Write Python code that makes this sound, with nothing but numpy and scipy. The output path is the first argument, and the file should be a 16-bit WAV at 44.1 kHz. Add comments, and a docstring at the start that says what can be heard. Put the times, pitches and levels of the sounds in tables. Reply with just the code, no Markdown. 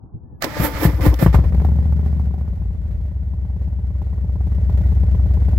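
"""Starting a V-twin motorcycle

A big engine is heard outdoors, close behind its two open mufflers. Wind thumps the microphone, the
fuel pump whines, and the starter engages and pumps hissing air through the engine. The cold pipes pop;
the engine catches, races, stumbles and idles. Its voice is that of resonators driven by impulses:
each gas pulse excites the modes of a pipe and its muffler. Far traffic hums underneath."""
import sys
import numpy as np
from scipy import signal
from scipy.fft import rfft, irfft, next_fast_len
from scipy.io import wavfile
from scipy.ndimage import map_coordinates

SR = 44100
rng = np.random.default_rng(int(sys.argv[2]) if len(sys.argv) > 2 else 0)


def store_pcm(level_fs):
    """Save levels as 16-bit WAV."""
    pcm = np.round(np.clip(level_fs, -1, 1) * 32767).astype(np.int16)
    wavfile.write(sys.argv[1], SR, np.atleast_2d(pcm).T)


N = 246386
FFT_SIZE = next_fast_len(N + SR)
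HZ = np.fft.rfftfreq(FFT_SIZE, 1 / SR)
TIME = np.arange(N) / SR

CATCH_S, IDLE_CYCLE_S = 1.4382, .113  # first even opening of the rear exhaust valve; one cycle at idle
FRONT_LEAD_CYCLES = .4375  # the front cylinder runs 315 of 720 degrees ahead
RASP_SCATTER_DB, MISFIRE_SCATTER_DB = 1.67, 3  # firing to firing; added for an empty cylinder
WHISTLE_HZ, SAG_HZ, SAG_S = 10160, 652, 0.029  # starter motor: free pitch, drop under load, its width
BAND_LIMIT_HZ = 15800

# All table levels are relative. Crank speed: (time [s], speed [rpm])
CRANK_SPEED = [(1.44, 2206), (1.5, 1435), (1.58, 1723), (2.16, 1776), (2.2, 1660), (2.41, 1699),
               (2.45, 1905), (2.53, 1065), (2.58, 1375), (2.66, 1595), (2.75, 945), (2.9, 1405),
               (3.06, 950), (3.1, 1106), (3.45, 1055), (5.65, 1070)]
# Running engine: (time [s], pulse [dB], cylinder charge [0-1], front rasp [dB], rear rasp [dB])
ENGINE_LOAD = [(1.44, 15, .9, -39.5, -47.5), (1.511, 17, 0.12, -44, -51), (1.601, 21.7, 0.39, -27, -34.5),
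               (1.72, 20, 0.46, -38, -36), (2.06, 18.35, 0.67, -48, -35), (2.27, 16.4, 0.6, -44.5, -43.5),
               (2.35, 13, 0.16, -42.5, -44), (2.48, 14, 0.24, -50, -43), (2.66, 12.2, 1, -47, -46),
               (2.95, 13.5, 0.71, -57.5, -57), (3.099, 11.8, .9, -47, -55.5), (3.6, 13.2, 1.0, -45, -47),
               (4.072, 13.5, 1.0, -43.5, -47.5), (4.411, 16.4, 1.0, -43.5, -40.5),
               (4.749, 20.4, 1.0, -36, -42.5), (5.65, 20.44, 1.0, -38.5, -40)]
# Exhaust valves: (opening [cycles], its pulse corner [Hz], closing [cycles], its pulse corner [Hz],
# closing level [dB], gas front [cycles])
FRONT_VALVE = (-.065, 132, .219, 25.3, 21.7, -.059)
REAR_VALVE = (-.063, 36.2, .226, 766, -2.9, -.023)
# Modes of the exhaust pipes, muffler cans and muffler cores: (frequency [Hz], bandwidth [Hz], level [dB])
FRONT_PIPE_MODES = [(50.2, 3.1, 22.7), (64.3, 7.9, 27.2), (85.9, 19, 25.9), (115, 27, 22.5),
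                    (128, 13.7, 21.5)]
REAR_PIPE_MODES = [(60.8, 6.6, 34.4), (80, 19, 25.8), (160, 24.6, 11), (187, 9.3, 15)]
FRONT_CAN_MODES = [(135.5, 21, .7), (169, 27, 6.4)]
REAR_CAN_MODES = [(150, 27, -1.5), (225, 43, -4)]
FRONT_BAFFLE_MODES = [(284, 19, 6.5), (413, 60, 3), (587, 50, 0), (790, 110, -3), (1060, 91, -6)]
REAR_BAFFLE_MODES = [(282.7, 10, -19.5), (390, 67, 0.5), (590, 120, -6.5), (751, 54, 3), (1140, 290, -10)]
# Other resonators: (frequency [Hz], bandwidth [Hz], level [dB])
ENGINE_CASE_MODES = [(601, 46, 7.5), (1453, 44, 0), (1931, 39, 3), (3110, 37, -16), (3560, 180, -26.5),
                     (7620, 130, -28.5)]
STARTER_HOUSING_MODES = [(523, 91, 6), (887, 10, 8.5), (1020, 21, -8.5), (1188, 18, 2.5), (1766, 46, 0),
                         (1980, 16, -9.5), (3050, 27, -9), (3580, 36, -11.5), (5140, 35, -13)]
BOOM_MODES = [(59.4, 4, 30), (73, 9, 25), (103.4, 12, 25.5)]  # cold pipe, long ringing
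BARK_MODES = [(133, 12, 3.5), (157.4, 17, 14.5), (190, 24, 2), (308, 51, -3), (338, 54, -12.5),
              (500, 44, -7), (635, 100, -6)]  # cold pipe, short ringing
# Pops before the engine runs evenly: (time [s], boom [dB], bark [dB], spit [dB])
COLD_POPS = [(0.598, 19.5, 24, -33), (0.734, 14, 5, -46.5), (0.79, 15.5, -4, -39), (0.852, 27.5, 34, -18),
             (.932, 22.5, 17, -37), (0.999, 22.5, 14, -45.5), (1.01, 10, 9, -22),
             (1.065, 31.5, 28.5, -28.5), (1.191, 11.5, 12, -25), (1.226, 25, 33, -21),
             (1.262, 30, 34.5, -14), (1.343, 31, 27.5, -13), (1.388, 28, 25.5, -30),
             (1.442, 20.5, 17.5, -29.5), (1.523, 9.5, 15.5, -33), (1.598, 2.5, 13, -30.5)]
# Starter load at and between compressions: (time [s], chuff [dB], gear grind [dB], air hiss [dB])
COMPRESSION_PEAKS = [(0.65, -15.5, -28, -24), (0.847, -19.5, -29.5, -28), (1.065, -19.5, -31.5, -32),
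                     (1.229, -28.5, -33, -32.5), (1.351, -26.5, -41, -47)]
CRANKING_FLOOR = [(.405, -52.5, -67.5, -76), (.423, -47.5, -25, -42), (.477, -29, -39.5, -50),
                  (.563, -51, -41, -55.5), (.72, -58, -41.5, -49.5), (.79, -45.5, -40, -51),
                  (.99, -40.5, -47.5, -54), (1.17, -49, -49.5, -54), (1.32, -45, -52.5, -63.5),
                  (1.39, -35.5, -55, -66.5), (1.5, -57, -51.5, -65.5)]
# Slopes of each compression peak: (chuff [dB/s], gear grind [dB/s], air hiss [dB/s])
PEAK_RISE = [314.5, 148, 332]
PEAK_FALL = [290, 326.5, 478]
# The gears take the load ahead of each peak: (time [s])
PEAK_ONSETS = [.5, .735, 1.008, 1.19, 1.328]
# Starter clicks and one short puff of hissing air: (time [s], level [dB], low part offset [dB], t60 [s])
CLICKS_AND_PUFF = [(0.4224, -13.5, -24.5, 0.017), (0.4419, -15, 2, 0.031), (1.141, -23, -13, 0.015),
                   (1.3483, -31.5, 8.5, 0.022)]
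# Wind on the microphone ports: (time [s], level [dB])
WIND_GUSTS = [(0.048, -35), (0.155, -32), (.245, -34), (0.336, -32.5), (.44, -30), (.52, -33.5),
              (0.599, -21), (.66, -25), (.75, -29)]
# Fuel pump whine: (time [s], frequency [Hz], level [dB])
PUMP_WHINE = [(.23, 1680, -90), (.26, 1743, -80), (.31, 1836, -84), (.36, 1687, -74), (.41, 1710, -86),
              (.45, 1720, -97)]
# Noise spectra: (frequency [Hz], spectral level [dB])
CLATTER_SPECTRUM = [(150, -27), (250, -0.5), (500, -5.5), (604, -11), (1250, -24.5), (1960, -22),
                    (2540, -29.5), (5080, -37.5), (8540, -44.5), (12900, -46), (15700, -55)]  # valve gear and chains
CHUFF_SPECTRUM = [(120, -43.5), (200, -17), (302, 5.5), (367, -14.5), (532, -4), (619, -19), (673, -16.5),
                  (928, -13.5), (1020, -12.5), (1360, -35.5), (1500, -34.5), (1950, -44.5), (3300, -120)]  # pumped air
GRIND_SPECTRUM = [(650, -39.5), (1100, -17.5), (1190, 0.5), (1600, -4), (2100, -2), (2860, -15.5),
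                  (3160, -16), (4330, -17), (5240, -19), (6720, -26.5), (8000, -26.5), (10400, -63.5),
                  (17600, -120)]  # loaded gears
HISS_SPECTRUM = [(3820, -45), (6500, -21), (7670, -9.5), (8500, -20), (9460, -9), (11400, -10.5),
                 (12600, 0.5), (13200, -1.5), (15700, -3.5)]  # escaping air
STEEL_SPECTRUM = [(710, -30.5), (1200, 4.5), (1500, -15), (1710, -0.5), (3330, -8), (3630, -9),
                  (5180, -8.5), (13800, -30), (15700, -13)]  # bright, metallic
WIND_SPECTRUM = [(15, -52), (25, -7.5), (92, -1), (242, -13), (277, -17), (500, -29), (650, -61),
                 (1100, -120)]
TRAFFIC_SPECTRUM = [(180, -41), (300, -19.5), (317, -4), (355, -16), (560, -21.5), (828, -17), (1600, -41),
                    (2080, -83), (3520, -120)]
# Likeness of noise at the two ports: (frequency [Hz], correlation [0-1])
PORT_CORRELATION = [(60, 0.94), (180, 0.53), (550, 0.82), (1650, 0.22), (4970, 0.05), (15000, 0.12)]
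# The left port hears less treble: (frequency [Hz], left minus right [dB])
PORT_TILT = [(60, 2.6), (130, 2.9), (290, 4.0), (640, 1.8), (1410, -4.5), (3100, -10), (6820, -17.5),
             (15000, -15)]


def engine():
    """Superposition: two unevenly spaced exhaust pulse trains add to valve clatter and gas jets."""
    times, db, charge, front_rasp_db, rear_rasp_db = engine_cycles()
    front, front_flow, front_ticks = cylinder(
        times, db, charge, front_rasp_db, FRONT_VALVE, FRONT_PIPE_MODES, FRONT_CAN_MODES,
        FRONT_BAFFLE_MODES, lead=FRONT_LEAD_CYCLES, pipe_gain=-0.91)
    rear, rear_flow, rear_ticks = cylinder(
        times, db, charge, rear_rasp_db, REAR_VALVE, REAR_PIPE_MODES, REAR_CAN_MODES,
        REAR_BAFFLE_MODES, lead=0, pipe_gain=0.82)
    pipes = front * amp([[-1.4], [1.4]]) + rear * amp([[1.4], [-1.4]])  # front right, rear left
    return pipes + valve_gear(front_ticks + rear_ticks) + gas_jets(front_flow + rear_flow)


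def engine_cycles():
    """Four-stroke cycle: the rear exhaust opens every second turn. Gives those times and their load."""
    clock = CATCH_S + TIME
    rpm = np.interp(clock, *np.transpose(CRANK_SPEED))
    cycles = np.cumsum(rpm) / 120 / SR
    times = np.interp(np.arange(cycles[-1] // 1), cycles, clock)
    times = times[times < N / SR + IDLE_CYCLE_S]
    knots, *columns = np.transpose(ENGINE_LOAD)
    return [times] + [np.interp(times, knots, column) for column in columns]


def cylinder(times, db, charge, rasp_db, valve, pipe, can, baffle, lead, pipe_gain):
    """Impulse excitation: blowdown and suction ring the pipe; the gas front rings can and baffle."""
    def at(phase):
        count = np.arange(len(times))
        return np.interp(count + phase - lead, count, times)

    opens, open_hz, shuts, shut_hz, shut_db, gas_front = valve
    scatter = rng.standard_normal((len(times), 8)).T
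    charge = np.clip(charge + (1 - charge) * scatter[6], 0, 1)  # only a part-filled cylinder varies
    rasp_db = rasp_db + (RASP_SCATTER_DB + MISFIRE_SCATTER_DB * (1 - charge)) * scatter[7]
    blowdown = filtered(impulses(at(opens), amp(db + .5 * scatter[0]) * charge), rounded(open_hz))
    suction = filtered(impulses(at(shuts), amp(db + .5 * scatter[1] + shut_db)), rounded(shut_hz))
    steepness = (IDLE_CYCLE_S / np.gradient(times)) ** 1.07  # the gas front steepens with speed
    knock = filtered(impulses(at(gas_front), amp(db + 5 + scatter[3]) * steepness), modes(can))
    boom = pipe_gain * filtered(blowdown - suction, modes(pipe))
    bass = filtered(boom - knock, 1 / (1 + (HZ / 300) ** 8))
    crack = filtered(impulses(at(-0.0313), amp(rasp_db + 45.5)), modes(baffle) * rounded(897))
    flow = bursts(at(-0.043), amp(rasp_db), t60=0.053, rise_s=0.0014)
    flow += bursts(at(0.17), amp(db - 71.5 + 3.2 * scatter[2]), t60=0.048, rise_s=0.0096)
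    turbulence = noise([(200, -25.5), (350, -2), (1200, 1), (3000, -12.5), (15000, -26)])
    rasp = flow * unit_rms(filtered(turbulence, modes(baffle)))
    valve_lift = bursts(at(0.014), amp(db + 4.5 * scatter[4]), t60=0.11)
    valve_seat = bursts(at(0.22), amp(db + 4.5 * scatter[5]), t60=0.11)
    return bass + crack + rasp, flow, valve_lift + valve_seat  # sound, jet envelope, tick envelope


def valve_gear(ticks):
    """Structure-borne sound: valves and chains clatter and excite the modes of the engine cases."""
    pulse_db = curves(ENGINE_LOAD)[0]
    envelope = amp(pulse_db + 0.96 * wobble(60)) + 0.92 * ticks
    shaking = noise([(300, -9.5), (600, 8), (2000, -1.5), (3000, -9.5), (15000, -9.5)])
    ring = unit_rms(filtered(shaking, modes(ENGINE_CASE_MODES)))
    clatter = amp(-69) * noise(CLATTER_SPECTRUM)
    return envelope * (clatter + amp(-75.5) * ring + amp(-95.5) * noise(HISS_SPECTRUM))


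def gas_jets(flow):
    """Turbulent jet noise: a thin stream of gas hisses at each valve opening."""
    return flow * (amp(-21) * noise(HISS_SPECTRUM) + amp(-13) * noise(GRIND_SPECTRUM))


def cold_pops():
    """Free vibration: single pulses, rarefaction first, ring the cold pipes and spit a little gas."""
    times, boom_db, bark_db, spit_db = np.transpose(COLD_POPS)
    boom = filtered(impulses(times, amp(boom_db)), modes(BOOM_MODES) * rounded(87))
    in_phase = sum(modes([mode]) for mode in BARK_MODES)
    bark = filtered(impulses(times, -amp(bark_db)), in_phase * rounded(500))
    gas = noise([(200, -4), (400, 6), (1000, 3), (2200, -10), (5000, -34), (15000, -35.5)])
    return boom + bark + bursts(times, amp(spit_db), t60=0.059, rise_s=0.0021) * gas


def starter():
    """Amplitude modulation by load: each compression strains the gears and blows air out."""
    times, *levels = np.transpose(COMPRESSION_PEAKS)
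    peaks = [swells(times, db, rise, fall, PEAK_ONSETS)
             for db, rise, fall in zip(levels, PEAK_RISE, PEAK_FALL)]
    chuff_level, grind_level, hiss_level = amp(curves(CRANKING_FLOOR)) + peaks
    meshing = noise([(300, -23.5), (600, 3.5), (15000, 0.5)])
    housing = unit_rms(filtered(meshing, modes(STARTER_HOUSING_MODES)))
    chuff = chuff_level * amp(4.7 * wobble(60)) * noise(CHUFF_SPECTRUM)
    grind = grind_level * amp(1.2 * wobble(80)) * (noise(GRIND_SPECTRUM) + 1.02 * housing)
    hiss = hiss_level * amp(0.69 * wobble(60)) * noise(HISS_SPECTRUM)
    return chuff + grind + hiss + hiss_level * motor_whistle(times)


def motor_whistle(compression_times):
    """Pitch follows rotation rate: the starter motor's whistle sags under each compression."""
    load = np.exp(-((TIME - compression_times[:, None]) / SAG_S) ** 2).sum(0)
    return amp(-17.5 + 2.8 * wobble(150)) * sine(WHISTLE_HZ - SAG_HZ * load + 120 * wobble(300))


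def clicks_and_puff():
    """Damped transients: starter clicks and one short puff of hissing air; the lows ring longer."""
    bright = noise(STEEL_SPECTRUM) + amp(-7) * noise(HISS_SPECTRUM)
    low = noise(CHUFF_SPECTRUM)
    sound = np.zeros((2, N))
    for time, db, low_db, t60 in CLICKS_AND_PUFF:
        sound += bursts([time], [amp(db - 2.5)], t60) * bright
        sound += bursts([time], [amp(db + low_db)], 2 * t60) * low
    return sound


def wind():
    """Turbulent pressure: gusts thump each microphone port differently."""
    times, db = np.transpose(WIND_GUSTS)
    gusts = swells(times, db, rise_db_per_s=365, fall_db_per_s=365)
    eddies = amp(1.6 * np.array([wobble(30), wobble(30)]))
    return gusts * unit_rms(eddies * noise(WIND_SPECTRUM, correlation=0.46))


def fuel_pump():
    """Frequency modulation: the pump's faint whine wavers in pitch."""
    hz, db = curves(PUMP_WHINE)
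    return amp(db) * sine(hz + 15 * wobble(40))


def far_traffic():
    """A diffuse field: distant traffic hums, nearly uncorrelated between the ports."""
    return amp(-58 + 1.1 * wobble(5.2)) * noise(TRAFFIC_SPECTRUM, correlation=0.12)


def amp(db):
    """Decibels as an amplitude ratio."""
    return 10 ** (np.asarray(db) / 20)


def unit_rms(x):
    """Normalisation to a mean power of 1."""
    return x / np.sqrt(np.mean(x ** 2) + 1e-20)


def sine(hz):
    """A tone whose phase is the integral of its frequency."""
    return np.sin(2 * np.pi * np.cumsum(hz) / SR)


def over_frequency(points):
    """Interpolation of (frequency [Hz], value) points on a logarithmic axis."""
    hz, values = np.transpose(points)
    return np.interp(np.log(HZ + 1), np.log(hz + 1), values)


def curves(rows):
    """Interpolation in time of each later column; -120 outside the table."""
    times, *columns = np.transpose(rows)
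    return [np.interp(TIME, times, column, -120, -120) for column in columns]


def wobble(rate):
    """Smooth random fluctuation, with rate knots a second."""
    return map_coordinates(rng.standard_normal(int(N * rate / SR) + 4), [np.arange(N) * rate / SR])


def filtered(x, response):
    """Convolution as a product of spectra."""
    return irfft(rfft(x, FFT_SIZE) * response, FFT_SIZE)[..., :N]


def modes(table):
    """Modal sum: the causal response of resonances, neighbours in opposite phase."""
    return sum((-1) ** k * amp(db) * 1j * HZ * width / (centre ** 2 - HZ ** 2 + 1j * HZ * width)
               for k, (centre, width, db) in enumerate(table))


def rounded(corner_hz):
    """Critical damping: a low-pass response that rounds the rise and fall of a gas pulse."""
    return 1 / (1 + 1j * HZ / corner_hz) ** 2


def impulses(times, sizes):
    """An impulse train, one sample at each time."""
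    samples = np.round(np.asarray(times) * SR).astype(int)
    return np.bincount(samples, sizes, FFT_SIZE)[:N]


def bursts(times, sizes, t60, rise_s=0.00049):
    """Exponential decay: an envelope that jumps at each time and falls 60 dB in t60 seconds."""
    age = np.arange(SR // 4) / SR
    shape = amp(-60 * age / t60) * (1 - np.exp(-age / rise_s))
    return np.abs(signal.fftconvolve(impulses(times, sizes), shape)[:N])


def swells(times, db, rise_db_per_s, fall_db_per_s, onsets=0):
    """Exponential growth and decay: an envelope with a peak at each time, silent before its onset."""
    lag = TIME - times[:, None]
    begun = TIME >= np.reshape(onsets, (-1, 1))
    return (begun * amp(db[:, None] + np.minimum(rise_db_per_s * lag, -fall_db_per_s * lag))).sum(0)


def noise(spectrum, correlation=None):
    """Partial coherence: stereo noise of rms 1 whose channels by default agree less in the treble."""
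    if correlation is None:
        correlation = over_frequency(PORT_CORRELATION)
    angle = np.arccos(correlation) / 2 * np.ones_like(HZ)
    response = amp(over_frequency(spectrum)) * [np.cos(angle), np.sin(angle)]
    mid, side = filtered(rng.standard_normal((2, N)), response)
    return unit_rms(np.array([mid + side, mid - side]))


def scene():
    """Superposition: the pressures of the motorcycle and its surroundings add."""
    return engine() + cold_pops() + starter() + clicks_and_puff() + fuel_pump() + wind() + far_traffic()


def record(dry):
    """Transduction: two unequal microphone ports, soft saturation near full scale and a band limit."""
    ports = filtered(dry, amp(over_frequency(PORT_TILT) / 2 * [[1], [-1]]))
    saturated = ports / (1 + np.abs(ports / .99) ** 8) ** (1 / 8)
    return filtered(saturated, HZ < BAND_LIMIT_HZ)


dry = scene()
out = record(dry)
store_pcm(out)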